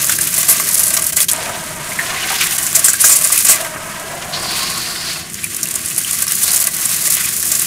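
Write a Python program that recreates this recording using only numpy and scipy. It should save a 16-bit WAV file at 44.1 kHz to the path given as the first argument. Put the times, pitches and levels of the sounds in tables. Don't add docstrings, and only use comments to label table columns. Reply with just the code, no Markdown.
import sys
import numpy as np
from scipy import signal
from scipy.fft import rfft, irfft, next_fast_len
from scipy.io import wavfile
from scipy.ndimage import uniform_filter1d

SR = 44100
rng = np.random.default_rng(int(sys.argv[2]) if len(sys.argv) > 2 else 0)


def master_out(mix):
    frames = np.transpose(np.atleast_2d(mix))
    ceiling = np.clip(frames, -1, 1)
    pcm = np.round(ceiling * 32767).astype(np.int16)
    wavfile.write(sys.argv[1], SR, pcm)


def nominal_scale(level):
    x = np.asarray(level, float) / 20
    return 10 ** x


N = 337806
T = np.arange(N) / SR

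# frequency in Hz, relative level in dB per Hz.
RUMBLE_SPECTRUM = [(12, -45), (20, -27), (53, -16), (80, -2.5), (112, -4), (163, 2), (204, -3), (243, -3.5),
                   (270, -14.5), (328, -4), (468, -16), (640, -23), (700, -19.5), (910, -44), (1540, -120)]
RUMBLE_DB = -36.5
# time in seconds, relative level in dB.
RUMBLE_SWELL = [(0, 0.5), (1.5, 0.5), (3, -0.5), (4.5, 1), (6, -1), (7.66, -0.5)]

# frequency in Hz, width in Hz, gain in dB.
TUB_MODES = [(640, 46, 3.5), (1142, 57, 1.5), (1580, 31, -1), (2000, 95, -4), (2470, 52, -11.5)]
# time in seconds, spacing in Hz.
WALL_COMB = [(0, 318), (1.85, 313), (2.3, 388), (3.5, 314), (4.0, 321), (4.45, 360), (7.66, 367)]
BOUNCE, BOUNCES = 0.42, 4

# time in seconds, level in dB, centre in Hz.
WALL_DRAG = [(4.32, -34, 4320), (4.34, -22, 4200), (4.384, -27, 4620), (4.56, -22.5, 4460),
             (4.8, -26.5, 4500), (5.042, -26.5, 4635), (5.08, -22, 4520), (5.27, -40, 4620)]
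# start in seconds, peak in seconds, end in seconds, peak level in dB, first Hz, last Hz.
GURGLES = [(0.0, .15, .45, -45.5, 400, 380), (.58, .65, 0.7, -36.5, 368, 382),
           (1.334, 1.39, 1.58, -32, 642, 681), (1.36, 1.45, 1.6, -35, 883, 958),
           (3.54, 3.62, 3.75, -38.5, 639, 660), (4.003, 4.412, 4.55, -31.5, 650, 738),
           (4.3, 4.694, 4.8, -32, 1070, 1104)]
# start in seconds, peak in seconds, end in seconds, peak level in dB, first Hz, last Hz.
SQUELCHES = [(2.129, 2.25, 2.2, -26, 2260, 2820), (2.298, 2.395, 2.2, -35, 2904, 2208),
             (4.5, 4.584, 4.7, -29, 3100, 2724), (6.421, 6.484, 6.52, -23.5, 4270, 4460),
             (7.22, 7.265, 7.04, -26.5, 2190, 2900)]
GURGLE_EDGE_DB, SQUELCH_EDGE_DB = -4, -10

# time in seconds, fine spray in dB, grinding grit in dB, sloshing slurry in dB.
HANDS = [(0.0, -18.5, -27, -39.5), (.5, -16.5, -26.5, -36), (1.03, -21, -32, -35.5), (1.3, -15, -25.5, -43),
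         (1.33, -27, -27, -29), (1.8, -29.5, -34, -30.5), (2.0, -23.5, -27.5, -27.5),
         (2.19, -27, -24, -26.5), (2.41, -16.5, -20, -32.5), (2.6, -21, -27, -34),
         (3.09, -18.5, -24.5, -41), (3.21, -18, -29.5, -33.5), (3.5, -11.5, -21.5, -40),
         (3.56, -19.5, -25.5, -30.5), (3.74, -32, -36.5, -28.5), (4.33, -31, -30.5, -32),
         (4.6, -22.5, -27.5, -33), (5.02, -28, -30, -32.5), (5.14, -25, -26.5, -36),
         (5.26, -33.5, -33, -40), (5.45, -28.5, -33.5, -50), (5.6, -27.5, -35, -47),
         (5.77, -26, -33, -42.5), (6.35, -18, -28.5, -47), (6.51, -14.5, -29, -34), (6.8, -20, -28, -36.5),
         (7.1, -15.5, -28, -39), (7.26, -19.5, -24.5, -40), (7.38, -19, -31.5, -43),
         (7.66, -17.5, -28.5, -42)]
# frequency in Hz, relative level in dB per Hz.
SPRAY_SPECTRUM = [(1470, -67), (2500, -25), (4170, -7), (7020, 1), (9750, 2.5), (14900, -3.5),
                  (15600, -4.5)]
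# frequency in Hz, relative level in dB per Hz.
GRIT_SPECTRUM = [(710, -20), (1200, -1), (1720, 3.5), (2010, 3.5), (2800, 4), (3710, 1.5), (7000, -1.5),
                 (9100, -28), (15400, -120)]
# frequency in Hz, relative level in dB per Hz.
SLOSH_SPECTRUM = [(260, -9.5), (450, -6), (539, -3.5), (642, 2), (855, -5.5), (966, 1), (1380, -2),
                  (1600, -0.5), (2080, -4.5), (3000, -13), (5000, -45)]
# return in seconds, fading in seconds, depth in dB.
LULLS = [(.184, 0.023, 6.5), (.338, 0.078, 3), (1.123, 0.018, 17), (1.162, 0.034, 7), (1.284, 0.051, 17.5),
         (2.746, 0.035, 3.5), (3.0, 0.13, 3.5), (3.447, 0.04, 7.5), (6.277, 0.036, 5.5), (6.735, 0.09, 6.5),
         (6.418, 0.018, 2), (6.513, 0.012, 1), (2.58, 0.015, 6), (7.36, 0.073, 3)]
BLUBS_PER_S = 60

# start in seconds, relative level in dB, pitch in Hz, 60 dB decay in seconds.
POPS = [(0.094, -13, 1990, .03), (0.094, -17, 2500, 0.028), (0.095, -10.5, 1590, 0.053),
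        (0.094, -25, 1160, 0.025), (.1, -18.5, 3420, 0.13), (0.187, -14, 1600, 0.035),
        (0.607, -16, 1580, 0.033), (1.204, -7.5, 3580, .03), (1.286, -12, 3280, 0.044),
        (1.287, -14, 4060, 0.044), (1.918, -11, 2150, 0.033), (1.989, -8, 1840, 0.13),
        (2.162, -14, 2100, 0.037), (2.303, -16, 1190, 0.061), (2.305, -16, 782, 0.13),
        (2.329, -13.5, 947, 0.07), (2.225, -15, 2880, 0.085), (2.245, -17, 2180, 0.065),
        (2.385, -15, 4940, 0.055), (2.409, -12, 2250, 0.087), (2.46, -14, 1910, .04),
        (2.883, -8, 1580, 0.048), (2.937, -11, 1580, 0.063), (3.041, -2, 1560, 0.041),
        (3.043, -13.5, 640, 0.043), (3.043, -13, 1140, 0.041), (3.095, -14, 1220, .04),
        (3.302, -15, 1190, .04), (3.373, -12, 2500, .03), (3.376, -13, 3000, .03), (3.599, -19, 667, 0.23),
        (4.04, -22.5, 394, 0.084), (5.159, -16, 2567, 0.033), (5.438, -15.5, 2406, 0.088),
        (5.659, -13, 2600, 0.02), (5.466, -22, 1900, .02), (5.544, -25, 330, .03), (5.978, -17, 450, .015),
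        (5.978, -16, 850, .012), (5.82, -26, 1150, .04), (5.91, -15, 2800, 0.038), (5.98, -18, 1580, .02),
        (6.047, -8, 2920, 0.024), (6.279, -10, 5520, .04), (6.49, -18, 2270, 0.034),
        (7.075, -16, 2000, 0.043), (7.172, -12, 3100, 0.023), (7.243, -15.5, 2380, 0.072),
        (7.428, -17, 1720, .03)]
BUBBLES_PER_S, BUBBLE_CYCLES = 130, 70

# start in seconds, relative level in dB, spray centre in Hz, relative thud in dB.
SPLATS = [(0.0647, -2, 10300, -31), (0.0922, 1, 7200, -18), (0.186, -2.5, 10000, -16),
          (0.2096, -0.5, 9550, -32), (0.34, -1, 9300, -33), (0.3775, -0.5, 9770, -15),
          (0.4287, -2.5, 8400, -11), (0.4824, 6, 11400, -20.5), (0.5093, 2, 10300, -22),
          (0.598, -8, 9160, -9), (0.6878, -1.5, 10100, -19), (0.741, 2, 10100, -38), (0.776, 0, 8550, -40),
          (0.7922, 1.5, 11200, -19.5), (0.831, 1.5, 10500, -29), (0.864, -0.5, 10000, -18),
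          (.878, -1, 10500, -28), (0.9037, -3, 10000, -12), (0.9358, 0.5, 9700, -16),
          (0.9653, 0, 5700, -12), (0.9934, -5, 7660, -15), (1.02, -1.5, 10100, -19),
          (1.0642, -0.5, 10700, -29), (1.1296, -4, 9500, -17), (1.1664, 1.5, 7700, -15.5),
          (1.2096, 1, 9400, -24), (1.284, -4, 6120, -28), (1.313, 0.5, 8500, -40), (2.5484, -5, 8100, -21),
          (2.581, -2, 8900, -32), (2.6646, -1.5, 7300, -21), (2.7474, 5, 7600, -19), (2.7918, 1, 9900, -29),
          (2.8406, 5.5, 8200, -22), (2.8799, 3.5, 7000, -31), (2.931, 0.5, 8500, -31),
          (3.0031, 3.5, 10200, -28), (3.037, 6, 6800, -24.5), (3.0744, 2, 9470, -22),
          (3.0909, 4, 8100, -18.5), (3.1141, 4.5, 7130, -22), (3.1547, 4.5, 9700, -24),
          (3.2112, -2, 9450, -14), (3.2386, 3, 9000, -17.5), (3.272, -2, 8650, -26),
          (3.3203, 1, 9500, -15.5), (3.3732, 2, 9500, -37), (3.4472, 1, 9500, -17),
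          (3.4815, 6.5, 8000, -17), (3.6473, -9.5, 8800, -1), (5.342, -6, 5950, -20),
          (5.441, -2.5, 10280, -34), (5.545, -6, 6500, -31), (5.5646, -5, 10300, -23),
          (5.629, -1, 5760, -23), (5.6715, -8, 8450, -21), (5.686, -6, 10400, -22), (5.709, -5, 8550, -15),
          (5.7394, -6, 8610, -17), (5.7544, -2.5, 8400, -21), (5.792, -9.5, 10700, -14),
          (5.815, -10, 8680, -15), (5.8587, -4.5, 10500, -22), (5.884, -6, 7800, -25),
          (5.962, -6, 8220, -29), (5.9783, 1.5, 10700, -21.5), (6.015, -7, 10000, -27),
          (6.046, -7, 8950, -38), (6.109, -2.5, 8950, -21), (6.13, -2.5, 10300, -18.5),
          (6.186, -5, 10600, -18), (6.22, 0.5, 9700, -19), (6.24, -6.5, 9060, -17),
          (6.2792, -4.5, 9990, -22), (6.319, -3, 10600, -17.5), (6.43, 0, 9900, -40),
          (6.5147, -2, 9400, -29), (6.5998, -1, 11000, -33), (6.6504, -9.5, 7610, -10),
          (6.6683, 0.5, 10000, -16), (6.854, -1, 9400, -27), (7.071, -1.5, 8650, -16),
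          (7.12, -2, 9880, -26), (7.1667, -4, 10500, -12.5), (7.515, 0, 7360, -19.5),
          (7.5495, -1.5, 7200, -26), (7.5944, -5.5, 9150, -26), (7.6173, -4, 10600, -22)]
# start in seconds, relative level in dB, spray centre in Hz, relative thud in dB.
TICKS = [(0.0283, 0, 10300, -15), (0.0444, 3, 9080, -12.5), (0.1144, -5, 9470, -21),
         (0.2394, -2, 8280, -27), (0.5327, -1, 10300, -22), (0.599, 2, 9200, -10), (0.6084, -1, 9410, -19),
         (0.6729, -8, 9400, -21), (0.6898, -2, 10600, -27), (.713, 0, 10500, -28), (0.7547, 7, 10300, -27),
         (1.0416, 4, 10800, -27), (1.0989, -3, 8040, -15), (1.2034, 16, 10100, -23), (1.2974, 1, 8320, -25),
         (1.333, 6, 10500, -30), (1.362, -5, 8000, -30), (1.435, -7, 10000, -30), (2.581, -7, 8660, -30),
         (2.7294, 2, 7080, -16), (2.7647, 1, 10300, -21), (3.0114, 2, 9110, -19), (3.0544, 2, 7890, -22),
         (3.1324, -1, 8650, -26), (3.184, -3, 9300, -25), (3.1892, 2, 9310, -23), (3.2225, 5, 9500, -25),
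         (3.163, 0, 10500, -25), (3.2946, 0, 9330, -24), (3.3892, 5, 9540, -30), (3.4236, 1, 10600, -29),
         (4.135, -16, 5500, -25), (5.2989, -13, 8670, -18), (5.3348, -10, 10300, -17),
         (5.4344, -8, 10100, -30), (5.6123, -7, 7150, -20), (5.656, -2, 8580, -17), (5.7614, -3, 8280, -27),
         (5.878, -5, 8600, -17), (5.9165, -7, 9360, -16), (5.9469, -5, 8260, -25), (5.9808, -2, 10400, -22),
         (6.205, 1, 8600, -20), (6.268, -2, 9080, -12), (6.3207, 6, 10600, -22), (6.3663, -3, 9340, -35),
         (6.403, -6, 10600, -34), (6.431, -4, 9640, -34), (6.4794, 3.5, 7150, -15), (6.5158, 1, 10400, -18),
         (6.5324, -4, 6570, -25), (6.5605, 1, 9620, -28), (6.5764, 3, 7190, -27), (6.6004, 1, 10900, -28),
         (6.6703, 6, 10100, -25), (6.766, -7, 11100, -28), (6.787, -6, 11600, -16), (6.828, -2, 8980, -19),
         (6.8544, 5, 8980, -21), (6.9144, 1, 10200, -25), (6.9306, -7, 9960, -24), (6.9444, -4, 8450, -24),
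         (7.0824, 0, 9200, -24), (7.1204, -7, 9890, -29), (7.1531, -4, 11300, -18), (7.1686, 0, 10500, -21),
         (7.2894, -2, 10100, -20), (7.3612, -10, 9660, -27), (7.3886, -7, 10400, -24),
         (7.4275, 2, 10000, -22), (7.465, -6, 8370, -22), (7.5234, 1, 7580, -30), (7.5956, 6, 9010, -25),
         (7.6234, -2, 11500, -20)]
# from seconds, to seconds, mean level in dB.
DRIPPING = [(0.0, 1.11, -13), (2.55, 3.45, -11), (5.3, 5.97, -22), (6.0, 7.66, -12.5)]
DRIPS_PER_S, CRACKLES_PER_S, CRACKLE_DB = 30, 90, 0
DRIP_HZ, DRIP_SCATTER_DB, DRIP_THUD_DB = 10200, 2.8, -25
SPLAT_S, DRIP_S, TICK_S = 0.036, 0.013, 0.0045
LONGER_PER_DB = 0.17
SPLAT_SCATTER = 0.3
FOCUS, FOCUS_DB = 0.22, 4
ROUND_TOP = 1.6


def level(x, db):
    return x * nominal_scale(db) / np.sqrt(np.mean(x ** 2))


def curve(rows):
    s, *columns = np.vstack(rows).T
    return [np.interp(T, s, c) for c in columns]


def colour(x, points):
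    hz, db = np.transpose(points)
    size = next_fast_len(len(x))
    bins = np.arange(size // 2 + 1) * SR / size + 1
    gain = nominal_scale(np.interp(np.log(bins), np.log(hz), db))
    return level(irfft(rfft(x, size) * gain, size)[:len(x)], 0)


def ring(x, hz, width_hz):
    return signal.lfilter(*signal.iirpeak(hz, hz / width_hz, fs=SR), x)


def walk(rate):
    k = int(SR / rate)
    held = np.repeat(rng.standard_normal(N // k + 1), k)
    return np.sqrt(3 / 2) * uniform_filter1d(held, k)[:N]


def grains(uneven_db):
    return level(rng.standard_normal(N) * nominal_scale(uneven_db * rng.exponential(size=N)), 0)


def add(out, s, sound):
    i = max(int(s * SR), 0)
    out[i:i + len(sound)] += sound[:N - i]


def surge(row, edge_db):
    start, peak, end, db, first_hz, last_hz = row
    peak_hz = np.interp(peak, [start, end], [first_hz, last_hz])
    return [(start, db + edge_db, first_hz), (peak, db, peak_hz), (end, db + edge_db, last_hz)]


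def band(rows, width_hz, flicker_db):
    db, hz = curve(rows)
    s = np.vstack(rows)[:, 0]
    lowpass = signal.butter(1, width_hz / 2, fs=SR, output="sos")
    slow = signal.sosfilt(lowpass, rng.standard_normal((2, N)))
    phase = 2 * np.pi * np.cumsum(hz) / SR
    hiss = level(slow[0] * np.cos(phase) + slow[1] * np.sin(phase), 0)
    moving = uniform_filter1d(1. * ((T > s[0]) & (T < s[-1])), int(0.023 * SR))
    return hiss * moving * nominal_scale(db + flicker_db * walk(70))


def rumble():
    swell = nominal_scale(0.7 * walk(3)) * nominal_scale(curve(RUMBLE_SWELL)[0])
    return level(colour(rng.standard_normal(N), RUMBLE_SPECTRUM) * swell, RUMBLE_DB)


def echo(near):
    t, hop, wet = np.arange(int(0.25 * SR)) / SR, SR // 10, np.zeros(N)
    padded = np.pad(near, (hop, 2 * hop))
    for i in range(0, N, hop):
        tail = rng.standard_normal(len(t)) * 1000. ** (-t / 0.14) * (t > 0.003)
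        piece = padded[i + hop:i + 3 * hop] * signal.windows.hann(2 * hop, sym=False)
        add(wet, (i + 0.5) / SR, signal.fftconvolve(piece, tail / np.sqrt(np.sum(tail ** 2))))
    return wet


def tub(x, dry_db):
    return nominal_scale(dry_db) * x + sum(nominal_scale(db) * ring(x, hz, width) for hz, width, db in TUB_MODES)


def wall(x):
    lag = SR / curve(WALL_COMB)[0]
    samples = np.arange(N)
    return sum(BOUNCE ** k * np.interp(samples - k * lag, samples, x) for k in range(BOUNCES))


def drag():
    return band(WALL_DRAG, 800, 1)


def gurgles():
    return sum(band(surge(row, GURGLE_EDGE_DB), 110, 1.5) for row in GURGLES)


def squelches():
    return sum(band(surge(row, SQUELCH_EDGE_DB), 0.2 * row[4], 4.5) for row in SQUELCHES)


def lull_db():
    drop = np.zeros(N)
    for s, fading, db in LULLS:
        sinking = np.clip(1.6 * (1 + (T - s) / fading), 0, 1)
        drop += db * sinking * np.clip((s - T) / 0.002, 0, 1)
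    return drop


def blubs(low_hz=550, octaves=2.3, cycles=30, glide=0.2, scatter_db=12):
    out = np.zeros(N)
    for when, pitch, size in rng.random((round(BLUBS_PER_S * N / SR), 3)):
        hz = low_hz * 2 ** (octaves * pitch)
        turns = np.arange(int(cycles / hz * SR)) * hz / SR
        shape = np.minimum(turns / 3, 1) * 1000. ** (-turns / cycles)
        tone = np.sin(2 * np.pi * turns * (1 + glide * turns / cycles))
        add(out, when * N / SR, nominal_scale(-scatter_db * size) * shape * tone)
    return level(out, 0)


def slosh(slosh_db, jolt):
    wash = level(wall(colour(grains(2.5), SLOSH_SPECTRUM)), 0) + nominal_scale(-12) * blubs()
    return wash * nominal_scale(slosh_db + 0.49 * jolt + 1.36 * walk(40))


def grit(grit_db, jolt):
    grind = level(tub(colour(grains(2.02), GRIT_SPECTRUM), 1.8), 0)
    return grind * nominal_scale(grit_db + 0.5 * jolt + 2.0 * walk(60))


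def fine_spray(spray_db, jolt, wet_db=-26, dull_db=-5):
    above = np.clip((spray_db - wet_db) / 8, 0, 1)
    ticks = colour(grains(1.94), SPRAY_SPECTRUM)
    coarse = signal.sosfilt(signal.butter(2, 9000, fs=SR, output="sos"), ticks)
    fine = ticks - coarse
    bright = coarse * nominal_scale(0.8 * above * walk(90)) + fine * nominal_scale(2.2 * above * walk(110))
    dull = colour(bright, [(4000, -3.0), (9000, 1.0), (15500, dull_db)])
    patter = above * bright + (1 - above) * dull
    return patter * nominal_scale(spray_db + 0.9 * jolt + (1 + 1.2 * above) * walk(200))


def hands():
    spray_db, grit_db, slosh_db = curve(HANDS)
    jolt = walk(85)
    work = fine_spray(spray_db, jolt) + grit(grit_db, jolt) + slosh(slosh_db, jolt)
    return work * nominal_scale(-lull_db())


def bubbles(above_db=7, scatter_db=4, spread=0.272, lasting_s=0.2):
    rows = []
    for row in SQUELCHES:
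        s, db, hz = np.transpose(surge(row, SQUELCH_EDGE_DB))
        when, size, pitch = rng.random((round(BUBBLES_PER_S * lasting_s), 3)).T
        when = s[0] + when * lasting_s
        pitch = np.interp(when, s, hz) * np.exp(spread * 2 * (2 * pitch - 1))
        loud_db = np.interp(when, s, db) + above_db + scatter_db * 2 * (2 * size - 1)
        some = zip(when, loud_db, pitch, BUBBLE_CYCLES / pitch)
        rows += [r for r in some if r[0] < s[-1]]
    return rows


def pops(glide=0.017, rise_s=0.00081, rough_db=0.0, wobble=0.039, splash_db=-6):
    out, shake, wet = np.zeros(N), walk(300), grains(0.88)
    for s, db, hz, t60 in POPS + bubbles():
        i, t = int(s * SR), np.arange(int(min(t60, 0.15) * SR)) / SR
        pitch = hz * (1 + glide * t / t60 + wobble * shake[i:i + len(t)])
        tone = np.sin(2 * np.pi * np.cumsum(pitch) / SR)
        splash = level(ring(wet[i:i + len(t)], hz, 0.13 * hz), splash_db)
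        shape = np.minimum(t / rise_s, 1) * 1000. ** (-t / t60)
        add(out, s, nominal_scale(db - 2.5) * shape * (tone + splash))
    return out * nominal_scale(rough_db * walk(250))


def drips(per_s, above_db):
    rows, lull = [], lull_db()
    for start, end, db in DRIPPING:
        when, size, pitch, body = rng.standard_normal((round(per_s * (end - start)), 4)).T
        slots = np.arange(len(when)) + 0.5 + np.tanh(when) / 2
        s = start + (end - start) * slots / len(when)
        loud_db = db + above_db + DRIP_SCATTER_DB * size - np.interp(s, T, lull)
        hz = DRIP_HZ * np.exp(0.5 * np.tanh(pitch) - 0.05)
        rows += zip(s, loud_db, hz, DRIP_THUD_DB + 5 * body)
    return rows


def splats(spray_db=-7.0, thud_db=7, thud_fall=3.3, rise=0.07):
    spray, thud = np.zeros(N), np.zeros(N)
    droplets = colour(grains(2.0), SPRAY_SPECTRUM) * nominal_scale(3 * walk(500))
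    slap = colour(grains(2.8), [(300, -12), (600, -7.5), (2500, 1.5), (5000, -3.5)])
    landings = [(*row, SPLAT_S * np.exp(LONGER_PER_DB * row[1])) for row in SPLATS]
    landings += [(*row, DRIP_S) for row in drips(DRIPS_PER_S, 0)]
    landings += [(*row, TICK_S) for row in TICKS + drips(CRACKLES_PER_S, CRACKLE_DB)]
    chances = rng.random((len(landings), 2))
    for (s, db, hz, low_db, last_s), (place, spread) in zip(landings, chances):
        t = np.arange(int(min(4 * last_s, 0.1) * SR)) / SR
        i = int(place * (N - len(t)))
        swell = np.minimum(t / (rise * last_s), 1)
        fall_s = last_s * (1 + SPLAT_SCATTER * (2 * spread - 1))
        fade = 1000. ** -(t / fall_s) ** ROUND_TOP
        burst = droplets[i:i + len(t)]
        burst = swell * fade * (burst + nominal_scale(FOCUS_DB) * ring(burst, hz, FOCUS * hz))
        add(spray, s, level(burst, db + spray_db) * np.sqrt(np.mean((swell * fade) ** 2)))
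        thud_shape = swell * fade ** (1 / thud_fall)
        add(thud, s, nominal_scale(db + low_db + thud_db) * thud_shape * slap[i:i + len(t)])
    return spray + tub(thud, -14.0)


def scene():
    near = drag() + gurgles() + squelches() + hands() + pops() + splats()
    return (rumble() + nominal_scale(-14.5) * echo(near) + near)[None]


def band_limit(x):
    return signal.sosfilt(signal.butter(12, 15700, fs=SR, output="sos"), x)


def record(dry):
    clipped = np.clip(dry, -0.86, 0.86)
    top_cut = signal.ellip(10, 0.1, 60, 15600, fs=SR, output="sos")
    mix = signal.sosfilt(top_cut, clipped)
    return band_limit(mix)


dry = scene()
out = record(dry)
master_out(out)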